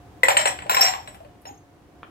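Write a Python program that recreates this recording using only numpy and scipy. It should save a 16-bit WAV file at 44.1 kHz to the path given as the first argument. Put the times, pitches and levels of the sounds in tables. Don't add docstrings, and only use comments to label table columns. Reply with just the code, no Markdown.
import sys
import numpy as np
from scipy import signal
from scipy.fft import rfft, irfft
from scipy.io import wavfile
from scipy.ndimage import uniform_filter1d

SR = 44100
rng = np.random.default_rng(int(sys.argv[2]) if len(sys.argv) > 2 else 0)


def transcribe(signal):
    frames = np.atleast_2d(signal).T
    limited = np.clip(frames, -1, 1)
    pcm = np.round(limited * 32767).astype(np.int16)
    wavfile.write(sys.argv[1], SR, pcm)


def natural_amplitude(level_db):
    exponent = np.asarray(level_db, float) / 20
    return 10 ** exponent


N = 92610
PORT_LAG_S = .00045


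def colour(x, points):
    hz, db = np.array(points, float).T
    grid_hz = np.fft.rfftfreq(4096, 1 / SR)
    log_gain = np.interp(np.log(grid_hz + 1), np.log(hz), db) * np.log(10) / 20
    cepstrum = irfft(log_gain)
    cepstrum[1:2048] *= 2
    cepstrum[2049:] = 0
    return signal.fftconvolve(x, irfft(np.exp(rfft(cepstrum))))[:len(x)]


def unit(x):
    return x / np.sqrt(np.mean(x ** 2))


def add(track, x, at_s):
    i = int(at_s * SR)
    track[i:i + len(x)] += x[:N - i]


def ring(hz, t60, glide=0.):
    hz = np.atleast_1d(hz)[:, None]
    t = np.arange(int(SR * min(1.2 * t60, .6))) / SR
    return np.sin(2 * np.pi * hz * t * (1 + glide * t / t60)) * 1000. ** (-t / t60)


def walk(rate):
    k = int(SR / rate)
    steps = np.repeat(rng.standard_normal(N // k + 1), k)
    return unit(uniform_filter1d(uniform_filter1d(steps, k), k)[:N])


def ports(x):
    lag = np.exp(-2j * np.pi * np.fft.rfftfreq(len(x), 1 / SR) * PORT_LAG_S)
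    return np.array([x, irfft(rfft(x) * lag, len(x))])


def air():
    # f/Hz, density/dB
    tone_colour = [(25, -45.5), (45, -3.5), (110, -3.5), (200, -8.5), (600, -11), (1000, -18.5),
                   (4000, -35), (14000, -37.5)]
    fan_hz = (91, 291, 711)
    # width/Hz, level/dB
    fan_bands = [
        (60.6, -60),
        (25, -62),
        (20, -67.5),
    ]
    # t/s, level/dB
    street = [(0, 1.5), (.2, 2.5), (.6, 5.5), (1.1, 0.7), (1.6, -2), (1.85, -1.35), (2.1, .3)]
    alike_hz, apart_db = 900, -11
    t = np.arange(N) / SR

    low = signal.butter(1, alike_hz, "low", fs=SR, output="sos")
    high = signal.butter(1, alike_hz, "high", fs=SR, output="sos")
    shared = signal.sosfilt(low, rng.standard_normal(N))
    both = shared + signal.sosfilt(high, rng.standard_normal((2, N)))
    both = both + natural_amplitude(apart_db) * rng.standard_normal((2, N))

    tone = natural_amplitude(-60) * unit(np.array([colour(ch, tone_colour) for ch in both]))
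    for hz, (width_hz, db) in zip(fan_hz, fan_bands):
        band = signal.lfilter(*signal.iirpeak(hz, hz / width_hz, fs=SR), both)
        tone = tone + natural_amplitude(db + 1.6 * walk(1.7)) * unit(band)
    tone = tone + natural_amplitude(-63 + walk(4)) * np.sin(2 * np.pi * fan_hz[2] * t)
    left_right_db = np.array([[-0.5], [0]])
    return tone * natural_amplitude(0.34 * walk(1) + np.interp(t, *np.array(street).T) + left_right_db)


def cloth():
    # start/s, attack/s, release/s, level/dB
    rustles = [
        (1.113, .015, 0.046, -59),
        (1.405, 0.013, 0.024, -71),
        (1.452, .004, 0.026, -82),
    ]
    # f/Hz, level/dB
    fabric = [(500, -16), (2000, -4), (5000, -6), (12000, 21), (16000, 4)]
    t = np.arange(N) / SR
    env = 0
    for at, attack, release, db in rustles:
        rise = np.clip((t - at) / attack, 0, 1)
        fall = np.exp(-np.clip(t - at - attack, 0, 9) / release)
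        env = env + natural_amplitude(db) * rise * fall
    grains = rng.standard_normal(N) * natural_amplitude(5.2 * walk(150))
    return env * unit(colour(grains, fabric))


def pop():
    at_s = 2.0312
    out = np.zeros(N)
    t = np.arange(1024) / SR
    puff = rng.standard_normal(1024) * np.exp(-t / 0.0079)
    puff = colour(puff, [(300, -11), (1200, 0.5), (3500, -0.5), (5000, -47.0)])
    add(out, natural_amplitude(-37.5) * puff, at_s)
    add(out, natural_amplitude(-25) * ring(1280, .007)[0], at_s)
    return signal.sosfilt(signal.butter(4, 4500, fs=SR, output="sos"), out)


def jostle():
    # t/s, level/dB
    bustle = [(.23, -89), (.236, -25), (.28, -52), (.29, -33.5), (.31, -26.5), (.36, -58.5), (.375, -25.5),
              (.45, -44), (.46, -26.5), (.49, -32), (.56, -71.5), (.69, -68.5), (.7, -30), (.78, -28),
              (.8, -35.5), (.85, -29), (.95, -48.5), (1.05, -68)]
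    # f/Hz, level/dB
    patter = [(400, -23.5), (700, 4), (1000, -1.5), (1300, -7.5), (1900, 0), (2700, -7.5), (4200, -13.5),
              (9000, -40)]
    # f/Hz, width/Hz, level/dB
    chatter = [(4080, 89, -12.5), (5500, 300, -8.5), (7450, 330, -4.5), (8014, 460, -19), (12200, 170, -20),
               (13130, 270, -19.5), (14500, 200, -32)]
    per_s, scatter_db, burst_s = 900, 8, 0.0032
    t = np.arange(N) / SR
    ticks = (rng.random(N) < per_s / SR) * natural_amplitude(scatter_db * rng.standard_normal(N))
    env = signal.lfilter([1], [1, -np.exp(-1 / (burst_s * SR))], ticks)
    bursts = env * rng.standard_normal(N)
    out = unit(colour(bursts, patter))
    for hz, width_hz, db in chatter:
        peak = signal.iirpeak(hz, hz / width_hz, fs=SR)
        out = out + natural_amplitude(db) * unit(signal.lfilter(*peak, signal.lfilter(*peak, bursts)))
    return natural_amplitude(np.interp(t, *np.array(bustle).T, right=-200)) * out


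def knocks():
    # t/s, level/dB, cavity f/Hz, cavity against level/dB
    main_knocks = [(0.2331, -15, 521.7, -4.5), (0.2838, -7.5, 540, -9.5), (0.3042, -15.5, 780, -7.5),
                   (0.3424, -35.5, 580, 10), (0.3682, -6.5, 594, -27), (0.3944, -20, 612, 0),
                   (0.415, -21, 690, -20), (0.4559, -10.5, 558, -11), (0.4724, -14, 738, -10),
                   (0.5887, -25.5, 835, -23.5), (0.6214, -32, 985, -9.5), (0.6654, -34, 792, -5.5),
                   (0.6956, -13, 1020, -5.5), (0.715, -20.5, 1040, -17.5), (0.7284, -23.5, 840, -18.5),
                   (0.7457, -11.5, 788, -15), (0.7684, -11, 1016, -7.5), (0.7904, -27, 777, 6.5),
                   (0.8083, -14, 680, -17.5), (0.8155, -15.5, 723, -13), (0.8277, -15.5, 732, -14.5),
                   (0.8425, -15.5, 741, -3), (0.8613, -17.5, 704, -11), (0.8894, -27, 960, -3),
                   (0.9363, -22, 1100, -8), (.95, -31, 791, -1.5), (.98, -40, 900, 3.5),
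                   (1.075, -28.5, 600, -9.5), (1.1164, -62, 550, -9), (1.1458, -36.5, 789, -9),
                   (1.2034, -50.5, 658, 10), (1.2476, -46, 582, 3.5)]
    late_knocks = [
        (1.3543, -62, 290, 18),
        (1.4536, -35, 904, -11),
        (1.4674, -41, 763, 1),
        (1.4894, -42.5, 817, 4.5),
        (1.5094, -54.5, 246, 28),
    ]
    # f/Hz, level/dB
    tray = [(350, -24), (550, 1.5), (1000, 5), (1300, -6), (2000, 2), (3000, 0), (4500, -22.5), (9000, -24)]
    # f/Hz, level/dB
    crack = [(350, -35.5), (1000, 7), (2200, 3.5), (4000, 0.5), (6300, -24), (8500, -6), (10500, -11.5),
             (14500, -34)]
    # t/s, f/Hz, level/dB
    overtones = [
        (.2335, 2000, -4.5),
        (.2335, 1000, -13),
        (.6955, 1400, -15.5),
        (0.37, 3200, -30),
        (4.5, 810, -27),
        (1.247, 3000, -57),
        (0.66, 600, -27.5),
    ]
    cavity_t60_s, cavity_glide, cavity_rise_s, cavity_gain_db = 0.062, 0.022, 0.0023, 5.5
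    tray_t60_s, tray_db, tray_scatter_db = 0.024, -17, 4.5
    crack_s, crack_db, snap_s, snap_db = 0.0013, -1.5, .0001, 3
    bounce_span_s, bounce_db = 0.036, -17.5

    out, cracks = np.zeros(N), np.zeros(N)
    t = np.arange(256) / SR
    tray_hz, tray_gain_db = np.array(tray).T
    for at, db, hz, cavity_db in list(main_knocks) + list(late_knocks):
        cavity = ring(hz, cavity_t60_s, cavity_glide)[0]
        rise = 1 - np.exp(-np.arange(len(cavity)) / (cavity_rise_s * SR))
        add(out, natural_amplitude(db + cavity_db + cavity_gain_db) * cavity * rise, at)
        add(cracks, -natural_amplitude(db + snap_db) * np.exp(-t / snap_s), at)

        modes_hz = 300 * 30. ** ((np.arange(70) + rng.random(70)) / 70)
        tilt_db = np.interp(np.log(modes_hz), np.log(tray_hz), tray_gain_db)
        modes = ring(modes_hz, tray_t60_s)
        when, size = rng.random(size=(2, 14))
        bounces = zip(bounce_span_s * when, bounce_db * (.5 + size + when))
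        for late, loss_db in [(0.00066, 0.0018)] + list(bounces):
            gains = natural_amplitude(tilt_db + tray_scatter_db * rng.standard_normal(70)) * (-1) ** np.arange(70)
            add(out, natural_amplitude(db + loss_db + tray_db) * gains @ modes, at + late)
            burst = rng.standard_normal(256) * np.exp(-t / crack_s)
            add(cracks, natural_amplitude(db + loss_db + crack_db) * burst, at + late)
    for at, hz, db in overtones:
        add(out, natural_amplitude(db) * ring(hz, cavity_t60_s / 2)[0], at)
    return out + colour(cracks, crack)


def glass():
    # t/s, f/Hz, level/dB
    first_rims = [(.2335, 7660, -27.5), (.2335, 7890, -28.5), (.2335, 12370, -33), (.2335, 12990, -30),
                  (.2335, 8600, -46), (.2845, 7150, -20.5), (.2845, 7820, -24), (.2845, 7790, -22.5),
                  (.2845, 12780, -18), (.2845, 8260, -26), (.305, 5500, -28), (.305, 7000, -46),
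                  (.325, 13980, -42), (.3685, 8230, -28.5), (.3685, 4075, -29), (.3685, 12760, -31.5),
                  (.3685, 13980, -38), (.4565, 7430, -21.5), (.476, 7860, -21), (.4565, 4080, -27.5),
                  (.4565, 8370, -29), (.474, 5600, -26), (.474, 6680, -44), (.474, 12740, -36.5),
                  (.474, 14050, -43.5), (1.454, 3980, -54.5), (1.454, 5410, -40), (1.47, 6870, -49),
                  (1.475, 13230, -51)]
    # t/s, f/Hz, level/dB
    second_rims = [(.6955, 7450, -24), (.6955, 12900, -18), (.6955, 13600, -35), (.6955, 15800, -22),
                   (.718, 7510, -23), (.718, 13400, -43), (.733, 5540, -38.5), (.729, 12390, -41),
                   (.729, 15500, -30.5), (.745, 7720, -23), (.745, 13450, -23.5), (.745, 12100, -24.5),
                   (.765, 3900, -32), (.765, 7660, -19), (.847, 5500, -21), (.866, 5490, -29),
                   (.815, 7500, -29.5), (.815, 7570, -21.5), (.89, 7500, -26), (.81, 4080, -34.5),
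                   (.72, 3920, -33), (.809, 13170, -18.5), (.83, 12650, -24), (.812, 15300, -38),
                   (.828, 5490, -17), (.828, 5846, -17), (.835, 6410, -25), (.835, 7660, -20.5),
                   (.866, 7625, -21), (.87, 4034, -30.5), (1.076, 3990, -42.5), (1.076, 7470, -42),
                   (1.076, 13300, -47.5)]
    # t/s, f/Hz, level/dB
    faint_rims = [
        (0.62, 7770, -43),
        (1.078, 7800, -37.5),
        (0.92, 7750, -74),
        (1.126, 7900, -54),
        (1.454, 14220, -61),
    ]
    # t/s, f/Hz, level/dB, t60/s, swell/s
    driven_rims = [
        (.809, 5497, -0.5, 0.098, 0.0057),
        (.746, 5460, -16, .15, .005),
        (.3685, 7615, -8.5, 0.1, .003),
        (.4565, 7640, -10.5, 0.097, 0.0053),
    ]
    # t/s, f/Hz, level/dB, t60/s, swell/s
    free_rim = (1.47, 6445, -40, .33, .04)
    t60_s, rise_s, gain_db, rough_db = 0.086, 0.00075, -5, 4.5
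    pair_hz, neighbour_db, neighbour_spread = 25, -17, 0.095

    out = np.zeros((2, N))
    struck = list(first_rims) + list(second_rims) + list(faint_rims)
    rows = [(*row, t60_s, rise_s) for row in struck]
    shaky = walk(120)
    for at, hz, db, t60, rise in rows + list(driven_rims) + [free_rim]:
        split, skew, start = rng.uniform(-1, 1, size=3)
        others = rng.uniform(-1, 1, size=5)
        pair = ring([hz, hz + pair_hz * split], t60)
        t = np.arange(pair.shape[1]) / SR
        shake = natural_amplitude(rough_db * np.roll(shaky, int(start * N))[:len(t)])
        tone = shake * (pair[0] + 0.44 * pair[1])
        crowd = ring(hz * (1 + neighbour_spread * others), t60_s).sum(axis=0)
        add(tone, natural_amplitude(neighbour_db) * crowd[:len(tone)], 0)
        tone = natural_amplitude(db + gain_db) * tone * (1 - np.exp(-t / rise))
        add(out[0], tone, at)
        add(out[1], tone, at + PORT_LAG_S + .00006 * skew)
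    return out


def room(x):
    # f/Hz, level/dB
    walls = [(3000, -1), (5500, -1.5), (8500, 1.5), (10500, -6), (12500, -0.5), (14000, 1.5), (15200, -11)]
    low_t60_s, treble_t60_s, late_t60_s = 0.22, 0.25, 0.71
    level_db, late_db, share, gap_s = -5, -19.5, 0.24, 0.0016
    t = np.arange(int(.5 * SR)) / SR

    def echoes():
        return rng.standard_normal(len(t)) * natural_amplitude(4.04 * rng.standard_normal(len(t)))

    tail = np.sqrt(share) * ports(echoes()) + np.sqrt(1 - share) * np.array([echoes(), echoes()])
    low = signal.sosfilt(signal.butter(2, 3000, fs=SR, output="sos"), tail)
    after_gap = t > gap_s
    tail = (low * 1000. ** (-t / low_t60_s) + (tail - low) * 1000. ** (-t / treble_t60_s)) * after_gap
    tail = tail + natural_amplitude(late_db) * rng.standard_normal(tail.shape) * 1000. ** (-t / late_t60_s) * after_gap

    spectrum = rfft(tail)
    tail = irfft(spectrum / np.sqrt(uniform_filter1d(np.abs(spectrum) ** 2, 30)), len(t))
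    fade = np.clip((.44 - t) / .1, 0, 1)
    tail = np.array([colour(ch, walls) for ch in tail * fade])
    tail = natural_amplitude(level_db) * tail / np.sqrt(np.sum(tail ** 2) / 2)
    return signal.fftconvolve(x[None], tail, axes=1)[:, :N]


def scene():
    near = knocks() + jostle() + cloth()
    near = signal.sosfilt(signal.butter(4, 430, "high", fs=SR, output="sos"), near)
    rims = glass()
    held = pop()
    wet = room(near + held + natural_amplitude(-4.5) * rims[0])
    balance = natural_amplitude(np.array([[1.82], [-1.82]]) / 2)
    return (ports(near) + rims + wet) * balance + held + air()


def band_limit(x):
    return signal.sosfilt(signal.butter(12, 16650, fs=SR, output="sos"), x)


def record(dry):
    cut = signal.sosfilt(signal.ellip(8, .2, 60, 15800, fs=SR, output="sos"), dry)
    mix = np.tanh(0.72 * cut) / 0.51
    return band_limit(mix)


dry = scene()
out = record(dry)
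transcribe(out)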